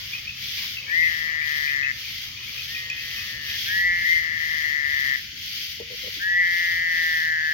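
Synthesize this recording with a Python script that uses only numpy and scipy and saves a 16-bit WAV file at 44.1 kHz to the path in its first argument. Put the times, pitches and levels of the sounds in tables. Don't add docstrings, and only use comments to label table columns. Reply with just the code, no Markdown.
import sys
import numpy as np
from scipy import signal
from scipy.fft import rfft, irfft, next_fast_len
from scipy.io import wavfile
from scipy.ndimage import uniform_filter1d, map_coordinates

SR = 44100
rng = np.random.default_rng(int(sys.argv[2]) if len(sys.argv) > 2 else 0)


def int16_out(signal):
    q = np.round(np.clip(np.atleast_2d(signal).T, -1, 1) * 32767)
    wavfile.write(sys.argv[1], SR, q.astype(np.int16))


N = 332220
TIME_S = np.arange(N) / SR


def amp(db):
    return 10 ** (np.asarray(db) / 20)


def unit(x):
    return x / np.sqrt(np.mean(x ** 2) + 1e-20)


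def along(points, hz):
    f, v = np.transpose(points)
    return np.interp(np.log(hz + 1), np.log(f + 1), v)


def curve(points):
    return np.interp(TIME_S, *np.transpose(points))


def wobble(knots_per_s):
    knots = rng.standard_normal(int(N * knots_per_s / SR) + 4)
    return map_coordinates(knots, [TIME_S * knots_per_s])


def ramp(x):
    return np.sin(np.pi / 2 * np.clip(x, 0, 1))


def filtered(x, response):
    m = next_fast_len(N + 8192)
    return irfft(rfft(x, m) * response(np.fft.rfftfreq(m, 1 / SR)), m)[..., :N]


def placed(x, left_db, lead_s=0):
    side = np.array([[.5], [-.5]])
    return amp(side * left_db) * filtered(x, lambda hz: np.exp(2j * np.pi * hz * lead_s * side))


def rush(spectrum, correlation, patchy_db):
    z = signal.stft(rng.standard_normal((2, N)), nperseg=1024)[2]
    patches = uniform_filter1d(rng.standard_normal(z.shape[1:]), size=6, axis=0)
    patches = uniform_filter1d(patches, size=8, axis=1)
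    pair = signal.istft(z * amp(patchy_db * unit(patches)), nperseg=1024)[1][:, :N]
    mid, side = filtered(pair, lambda hz: amp(along(spectrum, hz)))
    side = unit(side) * np.sqrt((1 - correlation) / (1 + correlation))
    return np.array([unit(mid) + side, unit(mid) - side])


def katydid_surge(start_s, length_s, db, attack_s=.14, release_s=.28, arch_db=4.5):
    age_s = TIME_S - start_s
    crest_db = arch_db * (np.sin(np.pi * np.clip(age_s / length_s, 0, 1)) - 1)
    return amp(db + crest_db) * ramp(age_s / attack_s) * ramp((length_s - age_s) / release_s) ** 2


# (start [s], length [s], relative level [dB])
KATYDID_SURGES = [(-.12, 0.51, -50), (0.327, .58, -44.5), (0.833, 0.59, -49.5), (1.377, 0.52, -47.5),
                  (1.88, 0.58, -48), (2.374, 0.62, -48), (2.903, 0.61, -47.4), (3.385, 0.59, -43.6),
                  (3.914, 0.45, -47), (4.302, 0.61, -50), (4.801, .59, -48.5), (5.332, 0.58, -46),
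                  (5.852, .57, -48.5), (6.4, 0.55, -47.5), (6.838, 0.57, -46.5), (7.405, .6, -49.5)]
# (frequency [Hz], relative level [dB])
RASP_SPECTRUM = [(700, -56), (1300, -23.5), (2100, -0.5), (2650, -5.5), (3200, 2.5), (3900, -5), (4650, -2),
                 (6000, -8.5), (6900, -19), (7400, -31.5), (9000, -33.5), (12000, -49)]
SIZZLE_SPECTRUM = [(5000, -49), (7500, -17), (9000, -21), (10500, -9.5), (12000, -2), (14000, 1),
                   (15800, -2.5)]
FAR_CHORUS_SPECTRUM = [(700, -59), (1000, -41), (1250, -20.5), (1660, -11), (2010, 0), (2520, -4.5),
                       (3130, 1), (3890, -8), (4540, -2.5), (5700, -9), (6830, -15), (7510, -34.5),
                       (8990, -35), (12600, -24), (15800, -18.5)]


def katydids(rasp_gain_db=11, sizzle_gain_db=2.5, rasp_lull_db=-47, sizzle_lull_db=-61.5, far_db=-41.5):
    chorus = np.sqrt(sum(katydid_surge(*row) ** 2 for row in KATYDID_SURGES))
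    teeth = amp(wobble(420) + .6 * wobble(35))
    rasp = placed(rush(RASP_SPECTRUM, correlation=0, patchy_db=1), left_db=2.5)
    rasp *= np.hypot(amp(rasp_gain_db) * chorus, amp(rasp_lull_db))
    sizzle = placed(rush(SIZZLE_SPECTRUM, correlation=0, patchy_db=-.3), left_db=1)
    sizzle *= np.hypot(amp(sizzle_gain_db) * chorus, amp(sizzle_lull_db))
    far = placed(rush(FAR_CHORUS_SPECTRUM, correlation=0, patchy_db=2), left_db=3)
    return teeth * (rasp + sizzle) + amp(far_db) * far


# (frequency [Hz], relative level [dB])
TRAFFIC_SPECTRUM = [(20, -24), (45, -5), (90, 0.5), (140, -7), (220, -9.5), (320, -18), (500, -26.5),
                    (900, -44.5)]


def traffic(level_db=-52, pass_db=3.5, pass_at_s=3.66, pass_width_s=.37):
    swell_db = pass_db * np.exp(-((TIME_S - pass_at_s) / pass_width_s) ** 2)
    rumble = rush(TRAFFIC_SPECTRUM, correlation=.96, patchy_db=1.5)
    return placed(amp(level_db + swell_db) * rumble, left_db=1)


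# (frequency [Hz], relative level [dB])
AIR_SPECTRUM = [(150, -11), (300, -21), (480, 0.5), (700, -6.5), (950, -2.5), (1300, 5.5), (1700, -24),
                (2500, -33)]
# (time [s], relative level [dB])
AIR_ENVELOPE = [(0.0, -68.5), (0.33, -72.5), (1.28, -65), (2.16, -72), (2.79, -67), (5.03, -75), (5.2, -83),
                (5.7, -89.5), (6.02, -77.5), (7.28, -78.5), (7.53, -73)]


def evening_air(gain_db=8):
    air = rush(AIR_SPECTRUM, correlation=.1, patchy_db=4)
    return placed(amp(curve(AIR_ENVELOPE) + gain_db) * air, left_db=1.5)


# (time [s], level [dB])
MOTOR_ENVELOPE = [(3.5, -56.5), (5, -66), (7.53, -61)]


def motor(hum_hz=125, waver_hz=1.45, waver_db=1.7):
    level_db = curve(MOTOR_ENVELOPE) + waver_db * wobble(5.9)
    phase = 2 * np.pi * np.cumsum(hum_hz + waver_hz * wobble(6)) / SR
    return placed(amp(level_db) * unit(np.sin(phase)), left_db=1)


def far_chirps(count=6, until_s=2.6, relative_db=-35.5, pitch_hz=2400):
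    return [((k + when) * until_s / count, relative_db + 4 * (size - .5), pitch_hz + 220 * (detune - .5))
            for k, (when, size, detune) in enumerate(rng.random((count, 3)))]


# (start [s], relative level [dB], base pitch [Hz])
TREEFROG_CHIRPS = [(0.1328, -26, 2500), (.254, -34, 2365), (.2755, -25.5, 2580), (.424, -36, 2310),
                   (.571, -30, 2370), (0.768, -27, 2610), (.864, -34, 2270), (.894, -30, 2350),
                   (1.026, -29, 2530), (1.284, -30, 2320), (1.413, -29, 2370), (1.674, -25.5, 2500),
                   (1.828, -23.5, 2573), (2.076, -35, 2370), (2.429, -36, 2470), (2.474, -34, 2270),
                   (2.577, -28, 2530), (2.747, -26, 2510), (2.899, -23, 2575), (2.977, -27.5, 2570),
                   (3.174, -30, 2520), (3.482, -30, 2584)]


def treefrogs(pulses=4, gap_s=.015, rise_s=.0019, fade_s=.034, gain_db=2, arch=.038):
    out = np.zeros(N + SR)
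    t = np.arange(SR // 40) / SR
    swell = (t / rise_s * np.exp(1 - t / rise_s / 2) / 2) ** 2
    for start_s, db, base_hz in TREEFROG_CHIRPS + far_chirps():
        for k, (jitter_db, detune, phase) in enumerate(rng.standard_normal((pulses, 3))):
            bend = arch * np.sin(np.pi * k / (pulses - 1)) + .015 * detune - 1.54 * t
            pulse = swell * np.sin(2 * np.pi * (base_hz * (1 + bend) * t + phase))
            gain = amp(db + gain_db + jitter_db) * np.exp(-(k * gap_s / fade_s) ** 2)
            out[round((start_s + k * gap_s) * SR):][:len(t)] += gain * pulse
    return placed(out[:N], left_db=3, lead_s=.0005)


def toad_effort(voice, start_s, length_s, pitch_hz, sag_hz_per_s, base_db, swell_db_per_s, push_db, push_s,
                scoop_hz=299.6, scoop_s=.055, attack_db=24.5, attack_s=.023, slowing_hz=33, fill_s=.19):
    pulse_hz, full_sac_hz, slack_hz, push_at_s, flatness, overshoot_hz, overshoot_s = voice
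    age_s = np.maximum(TIME_S - start_s, 0)
    from_push_s = np.where(age_s < push_at_s, (push_at_s - age_s) / 1.55, age_s - push_at_s)
    push = np.exp(-(from_push_s / push_s) ** flatness)
    overshoot = np.exp(-(from_push_s / overshoot_s) ** 2)
    glide_hz = overshoot_hz * overshoot - scoop_hz * np.exp(-age_s / scoop_s) - sag_hz_per_s * age_s
    tone_hz = pitch_hz + glide_hz + 6.06 * wobble(18)
    rate_hz = pulse_hz - slowing_hz * np.minimum(age_s / length_s, 1) ** 1.2
    sac_hz = full_sac_hz + .8 * glide_hz - slack_hz * np.exp(-age_s / fill_s)
    level_db = base_db + swell_db_per_s * age_s + push_db * push - attack_db * np.exp(-age_s / attack_s)
    return tone_hz, rate_hz, sac_hz, level_db


# (ratio to main resonance, relative level in short pulses [dB])
SAC_MODES = [(0.669, -29), (0.998, 0), (1.17, -22)]


def toad_trill(voice, start_s, length_s, hoarse_s, shape, opening_s=.2, long_s=.0016, short_s=.0011):
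    tone_hz, rate_hz, sac_hz, level_db = toad_effort(voice, start_s, length_s, *shape)
    at = np.flatnonzero(np.diff(np.floor(np.cumsum(rate_hz) / SR)))
    at = at[(at > start_s * SR) & (at < (start_s + length_s) * SR)]
    age_s = at / SR - start_s
    slip, drift, size = rng.standard_normal((len(at), 3)).T
    tight = np.clip((age_s - opening_s) / .1 + .5, 0, 1)
    hoarse = np.clip((age_s - hoarse_s) / .1 + .5, 0, 1)
    stray_rad = (.12 + .5 * tight) * slip + np.cumsum((.04 + 1.25 * hoarse) * drift)
    phase = (2 * np.pi * np.cumsum(tone_hz)[at] / SR + stray_rad)[:, None]
    width_s = (long_s + (short_s - long_s) * tight)[:, None]
    offset = np.arange(-256, 257)
    t = offset / SR
    ring = sum(amp(db * (2 - tight))[:, None] * np.cos(phase + 2 * np.pi * ratio * sac_hz[at, None] * t)
               for ratio, db in SAC_MODES)
    strength = amp(level_db[at] + (.3 + .45 * hoarse) * size)[:, None]
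    train_rms = np.sqrt(np.sqrt(np.pi) / 2 * width_s * rate_hz[at, None])
    pulses = strength * ring * np.exp(-.5 * (t / width_s) ** 2) / train_rms
    return np.bincount((at[:, None] + offset).ravel(), pulses.ravel(), N)[:N]


# (toad, start [s], length [s], hoarse after [s], pitch [Hz], sag [Hz/s], base level [dB],
# swell [dB/s], push [dB], push width [s])
TOAD_TRILLS = [("near", .865, 1.055, .225, 1822, 0, -31, 4.7, 10.3, 0.084),
               ("far", 2.655, 0.92, .55, 1945, 240, -40.5, 4.2, 4, 0.068),
               ("loud", 3.655, 1.545, .9, 1958, 110, -35, 0, 15.3, 0.23),
               ("near", 3.982, 1.178, 0.2306, 1805, 0, -30.5, 4.5, 9.5, 0.067),
               ("loud", 6.19, 1.65, 1.0, 1977, 205, -22, -1.25, 4.2, 0.053)]
TOAD_VOICES = {"near": (168, 1917, 14, .156, 3.4, 138, .066),
               "loud": (180, 2012, 204, 0.214, 1.73, 50.3, 0.0201),
               "far": (177, 2027, 110, 0.142, 2.5, 9.7, 0.0596)}
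TOAD_PERCHES = {"near": (9.8, .00031), "loud": (2.9, .00042), "far": (6, .00014)}


def toads(bank_db=-20, bank_delay_s=.00341):
    song = np.zeros((2, N))
    for toad, start_s, length_s, hoarse_s, *shape in TOAD_TRILLS:
        trill = toad_trill(TOAD_VOICES[toad], start_s, length_s, hoarse_s, shape)
        song += placed(trill, *TOAD_PERCHES[toad])
    return filtered(song, lambda hz: 1 + amp(bank_db) * np.exp(-2j * np.pi * hz * bank_delay_s))


# (time [s], relative level [dB])
TICK_ONSETS = [(2.9001, -20.5)]
# (frequency [Hz], relative level [dB])
TICK_SPECTRUM = [(300, -21), (2500, -11), (5500, 6), (7000, 1), (8500, -19), (15000, -18)]


def tick(t60_s=.0096, gain_db=-7):
    snap = sum(amp(db + gain_db - 60 * np.abs(TIME_S - at_s) / t60_s) * (TIME_S >= at_s)
               for at_s, db in TICK_ONSETS)
    return snap * rush(TICK_SPECTRUM, correlation=.29, patchy_db=0)


# (start [s], length [s], level [dB], pitch [Hz], fade over the note [dB])
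FROG_GULPS = [(5.8, 0.035, -26, 463, 20.5), (5.902, .054, -39, 488, 5), (6.034, 0.041, -39.2, 501, 6),
              (6.07, 0.023, -36, 470, 4.5), (6.163, 0.031, -50, 309, -2.5)]


def green_frog(throb_hz=92, throb_depth=.52, overtone_db=-20, body_hz=190, body_db=-14, edge_s=.0036):
    out = np.zeros(N)
    for start_s, length_s, db, hz, fade_db in FROG_GULPS:
        age_s = np.clip(TIME_S - start_s, 0, length_s)
        phase = 2 * np.pi * hz * age_s + .81 * wobble(130)
        throat = np.sin(phase) + amp(overtone_db) * np.sin(2 * phase)
        body = amp(body_db) * np.sin(2 * np.pi * body_hz * age_s)
        throb = 1 + throb_depth * np.cos(2 * np.pi * throb_hz * age_s)
        gate = ramp(np.minimum(age_s, length_s - age_s) / edge_s) ** 2
        out += gate * amp(db - fade_db * age_s / length_s) * (throat + body) * throb
    return placed(out, left_db=3, lead_s=.0004)


# (frequency [Hz], t60 [s])
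WOODS_DECAY = [(300, 0.48), (2000, 0.45), (8000, 0.11)]


def woods(x):
    hz, t, z = signal.stft(rng.standard_normal((2, SR // 2)), SR, nperseg=256)
    decay = amp(-60 * t / along(WOODS_DECAY, hz)[:, None])
    tail = signal.istft(z * decay, SR, nperseg=256)[1]
    return signal.fftconvolve(x[:1], tail / np.linalg.norm(tail[0]), axes=1)[:, :N]


def scene(call_echo_db=-19, chirp_echo_db=-12.5):
    calls = toads() + green_frog()
    chirps = treefrogs()
    echo = woods(amp(call_echo_db) * calls + amp(chirp_echo_db) * chirps)
    return calls + chirps + echo + tick() + katydids() + traffic() + evening_air() + motor()


def record(dry):
    return filtered(dry, lambda hz: hz < 15950)


dry = scene()
out = record(dry)
int16_out(out)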